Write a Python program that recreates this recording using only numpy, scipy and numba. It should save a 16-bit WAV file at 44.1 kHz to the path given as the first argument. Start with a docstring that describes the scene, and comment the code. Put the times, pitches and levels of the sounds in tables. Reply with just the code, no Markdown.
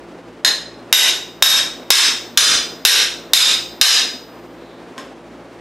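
"""A motor and its fan drone in a garage, made from coloured noise and wavering low tones.
A steel hammer taps a flywheel held in a press, bounces once, then strikes it seven full blows.
Each contact is a noise burst plus ringing steel, which the walls throw back for about half a second.
Later steel slides off the press with a faint hiss of noise, and the lifted parts clink.
A camera's gain control reacts a few milliseconds late throughout, so the loud starts can clip."""
import sys
import numpy as np
from scipy import signal
from scipy.fft import rfft, irfft
from scipy.io import wavfile
from scipy.ndimage import uniform_filter1d
from numba import njit

SR = 44100
rng = np.random.default_rng(int(sys.argv[2]) if len(sys.argv) > 2 else 0)


def inscribe(sig):
    """Save sig as 16-bit PCM at rate SR to the path in sys.argv[1].

    A 1-D sig is mono; a 2-D sig holds one channel per row.
    Samples are clipped to [-1, 1] before scaling.
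    """
    pcm = np.round(np.clip(np.atleast_2d(sig).T, -1, 1) * 32767)
    wavfile.write(sys.argv[1], SR, pcm.astype(np.int16))


N = 247004  # length in samples

# Colour of the fan noise. Each row: pitch in Hz, relative level in dB per Hz.
FAN_COLOUR = [(20, -49), (42, -26), (60, -11), (80, -28.5), (120, -15.5), (190, -11.5), (250, 0), (350, -3),
              (520, -4), (900, -10.5), (2000, -18.5), (5000, -30), (9000, -39), (15500, -52.5)]
# Low tones of the motor. Each row: pitch in Hz, middle level in dB rms.
MOTOR_TONES = [(57.5, -59), (115, -58), (172, -54.5), (232, -66), (345, -48)]
# Stereo width of the drone. Each row: pitch in Hz, gain of the side signal in dB.
DRONE_WIDTH = [(60, -16.5), (180, -19), (550, -22.5), (1650, -17.5), (4970, -13.5), (15000, -8)]
# Light aiming tap and its bounce. Each row: start in seconds, strength in dB.
TAPS = [(0.4478, -3.5), (.4790, -11.5)]
# Full blows. 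Each row: start in seconds, strength in dB, landing spot from 0 (flat of the shaft) to 1 (near the rim).
BLOWS = [(.9270, 15, 0.037), (1.4240, 14.5, 0.026), (1.9043, 16, 0.55), (2.3743, 16, 0.87),
         (2.8510, 15.5, 0.25), (3.3343, 16, 0.71), (3.8128, 16.5, 0.83)]
# The lifted parts touch. The one row: start in seconds, strength in dB.
CLINK = (4.9795, -17.5)
# Ringing of flywheel, shaft and hammer, in groups that a blow excites together.
# Each row in a group: pitch in Hz, relative level in dB, time to fall by 60 dB in seconds.
RING_GROUPS = [
    [(1055, -10, .2)],
    [(1540, -9, .18), (1612, -10, .15), (1810, -6, .08), (1890, -8, .12)],
    [(3002, -3, .3), (3072, -9, .2)],
    [(2800, -11, .15), (3600, -3, .15), (3630, -4, .13), (3696, -3, .24), (3735, -3, .12), (3785, -2, .2),
     (3830, -4, .15)],
    [(4050, -7, .13), (4103, -3, .28), (4137, -4, .3)],
    [(4958, -6, .6)],
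    [(5239, -8, .33)],
    [(5514, -8, .12), (5600, -7, .18), (5880, -10, .22), (6015, -9, .15)],
    [(6590, -10, .22), (6800, -12, .15), (11130, -21, .2), (11300, -21, .22)],
    [(7180, -17, .2), (7965, -16, .2), (8470, -16, .25), (8487, -17, .33), (9990, -18, .2)],
    [(11502, -16, .3), (12600, -23, .2), (13250, -28, .15), (13506, -22, .18), (14290, -24, .1)],
    [(11740, -24, .4), (13628, -32, 1.5)],
]
# How strongly the ring groups answer each kind of contact. Each entry: gain of one group in dB, in group order.
ON_FLAT = [-9.5, -7.5, -18, 1, -10.5, -10.5, 1, -9, -31, -2, 9.5, -10.5]
NEAR_RIM = [-7.5, -4.5, -3.5, -2, 0, 2.5, -0.5, -0.5, 4, 2, -1, -2.5]
TAPPED = [-4, -1.5, -27, -8.5, 2, -6, -5, -12, 3, -12, -11, -17]
CLINKED = [10.5, 4, -26, -27, -45, -33, -6, -28, -7, -4, -9, -32]
# Colour of the contact burst. Each row: pitch in Hz, relative level in dB per Hz.
CRACK_COLOUR = [(180, -52), (300, -19.5), (450, -14), (700, -14), (1050, -10), (1700, -2), (2400, -2.5),
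                (3300, 1), (4500, -4), (5400, 1.5), (7500, -6), (11500, -9), (13800, -21.5), (15800, -22.5)]
# Echo of the garage. Each row: pitch in Hz, time to fall by 60 dB in seconds.
GARAGE_DECAY = [(150, 0.58), (700, 0.47), (2000, 0.46), (4000, 0.46), (8000, 0.41), (15000, 0.23)]
# Stereo width of contacts and scrape. Each row: pitch in Hz, gain of the side signal in dB.
CONTACT_WIDTH = [(60, -15), (130, -18), (290, -30), (640, -23), (1410, -35.5), (3100, -16.5), (6820, -12.5),
                 (15000, -16.5)]
# Steel slides off the press. Each row: time in seconds, level in dB.
SCRAPE_LEVEL = [(4.45, -80), (4.6, -56), (4.72, -55), (4.85, -62), (4.95, -71)]

DRONE_DB = -38.5  # fan noise level, before its swells
# below HARD_DB, each dB lost dulls the contact above DULL_FROM_HZ
HARD_DB, DULL_DB_PER_OCTAVE, DULL_FROM_HZ = 1, 0.37, 580
ROOM_DB, CLINK_ROOM_DB = 2.14, 0  # the hand-held parts send less to the walls
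CLANG_DB, CLINK_CLANG_DB = -8.0, -17  # loose parts hardly clang
EDGE_HZ = 15900  # upper limit of the final sound


def amp(db):
    """Turns dB into a plain multiplier."""
    return 10 ** (np.asarray(db) / 20)


def evened(x):
    """Scales x to an rms of 1."""
    return x / np.sqrt(np.mean(x ** 2) + 1e-20)


def read(points, hz):
    """Reads a table between its rows, along a logarithmic pitch scale."""
    f, value = np.transpose(points)
    return np.interp(np.log(hz + 1), np.log(f + 1), value)


def coloured(x, db_of):
    """Filters x by a gain in dB given as a function of frequency."""
    hz = np.fft.rfftfreq(x.shape[-1], 1 / SR)
    return irfft(rfft(x) * amp(db_of(hz)), x.shape[-1])


def wander(hz):
    """Random curve of rms 1, made of noise kept mostly below hz."""
    noise = rng.standard_normal(N)
    return evened(coloured(noise, lambda f: -40 * np.log10(1 + (f / hz) ** 2)))


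def left_right(mid, side, width):
    """Sets the side signal's level by pitch, then makes left and right as mid plus and minus side."""
    side = coloured(side, lambda hz: read(width, hz))
    return np.array([mid + side, mid - side])


def drone(swell_db=.4, flutter_db=1.2, waver=.006):
    """Fan noise that swells and flutters slightly, and motor tones that waver together in pitch."""
    air = coloured(rng.standard_normal((2, N)), lambda hz: read(FAN_COLOUR, hz))
    level_db = DRONE_DB + swell_db * wander(0.83) + flutter_db * wander(30)
    air *= amp(level_db) / air[0].std()
    turns = np.cumsum(1 + waver * wander(3.6)) / SR
    for hz, db in MOTOR_TONES:
        tone = np.sin(2 * np.pi * (hz * turns + rng.random()))
        air[0] += np.sqrt(2) * amp(db + 2.65 * wander(5.4)) * tone
    return left_right(*air, DRONE_WIDTH)


def strikes():
    """Lists every contact as (start in s, strength dB, room dB, clang dB, answers of the ring groups)."""
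    flat, rim = np.array(ON_FLAT), np.array(NEAR_RIM)
    taps = [(s, db, ROOM_DB, CLANG_DB, TAPPED) for s, db in TAPS]
    # the landing spot blends the two ways the steel can answer
    blows = [(s, db, ROOM_DB, CLANG_DB, flat + spot * (rim - flat)) for s, db, spot in BLOWS]
    clink = (*CLINK, CLINK_ROOM_DB, CLINK_CLANG_DB, CLINKED)
    return taps + blows + [clink]


def contact_noise(t, db, crack_t60=0.034, soft=0.38):
    """The crack of steel on steel: a noise burst that is shorter and duller for a light contact."""
    # crack_t60 is the time to fall by 60 dB, in seconds, at a strength of 18 dB
    fall_s = crack_t60 * amp(soft * (db - 18.0))
    burst = rng.standard_normal(len(t)) * amp(-60 * t / fall_s)
    # the burst keeps its scattered phases but has the smooth spectrum of a hard contact
    bumps = uniform_filter1d(abs(rfft(burst)), size=45)
    flat = irfft(rfft(burst) / bumps, len(t))
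    tilt = DULL_DB_PER_OCTAVE * min(db - HARD_DB, 0)

    def colour(hz):
        """The contact's colour, tilted down at the top if it is light."""
        octaves_up = np.log2(np.maximum(hz, DULL_FROM_HZ) / DULL_FROM_HZ)
        return read(CRACK_COLOUR, hz) + tilt * octaves_up

    crack = coloured(flat, colour)
    fade = np.clip(2 - t / .06, 0, 1)  # full for 60 ms, gone at 120 ms
    return crack * fade * np.linalg.norm(burst) / np.linalg.norm(crack)


def blow(db, clang_db, answers, rings_db=-15.0, clang_share=0.21):
    """A burst of contact noise with a short clang, and the longer ringing of the steel as fading sines."""
    t = np.arange(int(1.5 * SR)) / SR
    crack = contact_noise(t, db)
    modes = [(hz, answer_db + mode_db, t60)
             for group, answer_db in zip(RING_GROUPS, answers)
             for hz, mode_db, t60 in group]
    hz, level_db, t60 = np.array(modes).T[..., None]
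    tones = np.sin(2 * np.pi * (hz * t + rng.random(hz.shape)))
    ring = (amp(rings_db + level_db - 60 * t / t60) * tones).sum(0)
    # the clamped steel first clangs loudly, and the press damps that within a share of the ring time
    short = len(t) // 4
    clang_level = amp(clang_db + level_db - 60 * t[:short] / (clang_share * t60))
    crack[:short] += (clang_level * tones[:, :short]).sum(0)
    # a start of 0.24 ms and a closing fade of half a second
    edges = np.clip(np.minimum(t / 0.00024, (t[-1] - t) / .5), 0, 1)
    return crack * amp(db) * edges, ring * amp(db) * edges


def garage(x, gap=0.0011, rise=0.006):
    """Dense reflections that build up (gap and rise in s), then die band by band; returns mid and side."""
    hz, t, z = signal.stft(rng.standard_normal((2, SR)), SR, nperseg=256)
    decay = amp(-60 * t / read(GARAGE_DECAY, hz)[:, None])
    tail = signal.istft(z * decay, SR, nperseg=256)[1]
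    tail_s = np.arange(tail.shape[1]) / SR
    tail *= np.clip((tail_s - gap) / rise, 0, 1)
    return signal.fftconvolve(x[None], tail / np.linalg.norm(tail[0]), axes=1)


def hammer(ring_wet_db=-12.0, direct_side_db=-10.5):
    """All contacts, each with a direct sound and a dense, randomly drawn garage echo."""
    out = np.zeros((2, N + 3 * SR))
    for s, db, room_db, clang_db, answers in strikes():
        crack, ring = blow(db, clang_db, answers)
        direct = crack + ring
        sound = amp(room_db) * garage(crack + amp(ring_wet_db) * ring)
        sound[0, :len(direct)] += direct
        sound[1, :len(direct)] += amp(direct_side_db) * np.roll(direct, 3)  # 3 samples later
        at = round(s * SR)
        out[:, at:at + sound.shape[1]] += sound
    return left_right(*out[:, :N], CONTACT_WIDTH)


def scrape(centre_hz=3800, octaves=0.19):
    """Steel sliding off the press: a faint rubbing hiss around one broad resonance."""
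    noise = rng.standard_normal((2, N))
    hiss = coloured(noise, lambda hz: -6 * (np.log2((hz + 20) / centre_hz) / octaves) ** 2)
    s, db = np.transpose(SCRAPE_LEVEL)
    level = amp(np.interp(np.arange(N) / SR, s, db, -120, -120))
    return left_right(*(evened(hiss) * level), CONTACT_WIDTH)


def scene():
    """Adds up the drone, the hammer and clink, and the scrape."""
    return drone() + hammer() + scrape()


@njit
def follow(x, up, down):
    """Level detector that rises and falls at its own speeds."""
    out, level = np.empty_like(x), 0.0
    for i in range(len(x)):
        level += (up if x[i] > level else down) * (x[i] - level)
        out[i] = level
    return out


def record(dry, attack=0.0037, release=0.013, knee_db=-9.5, low_hz=40):
    """Gain control that lags the blow (attack and release in s), clipping, bass cut and treble limit."""
    level = follow(abs(dry).max(0), 1 / (attack * SR), 1 / (release * SR))
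    # all of the detected level above the knee is taken away
    over_db = np.maximum(20 * np.log10(level + 1e-9) - knee_db, 0)
    held = np.clip(dry / amp(over_db), -.93, .93)
    bass_cut = signal.butter(2, low_hz, "high", fs=SR, output="sos")
    held = signal.sosfilt(bass_cut, held)
    treble_limit = signal.firwin(511, EDGE_HZ, window=("kaiser", 9), fs=SR)
    return signal.oaconvolve(held, treble_limit[None], "same")


dry = scene()
out = record(dry)
inscribe(out)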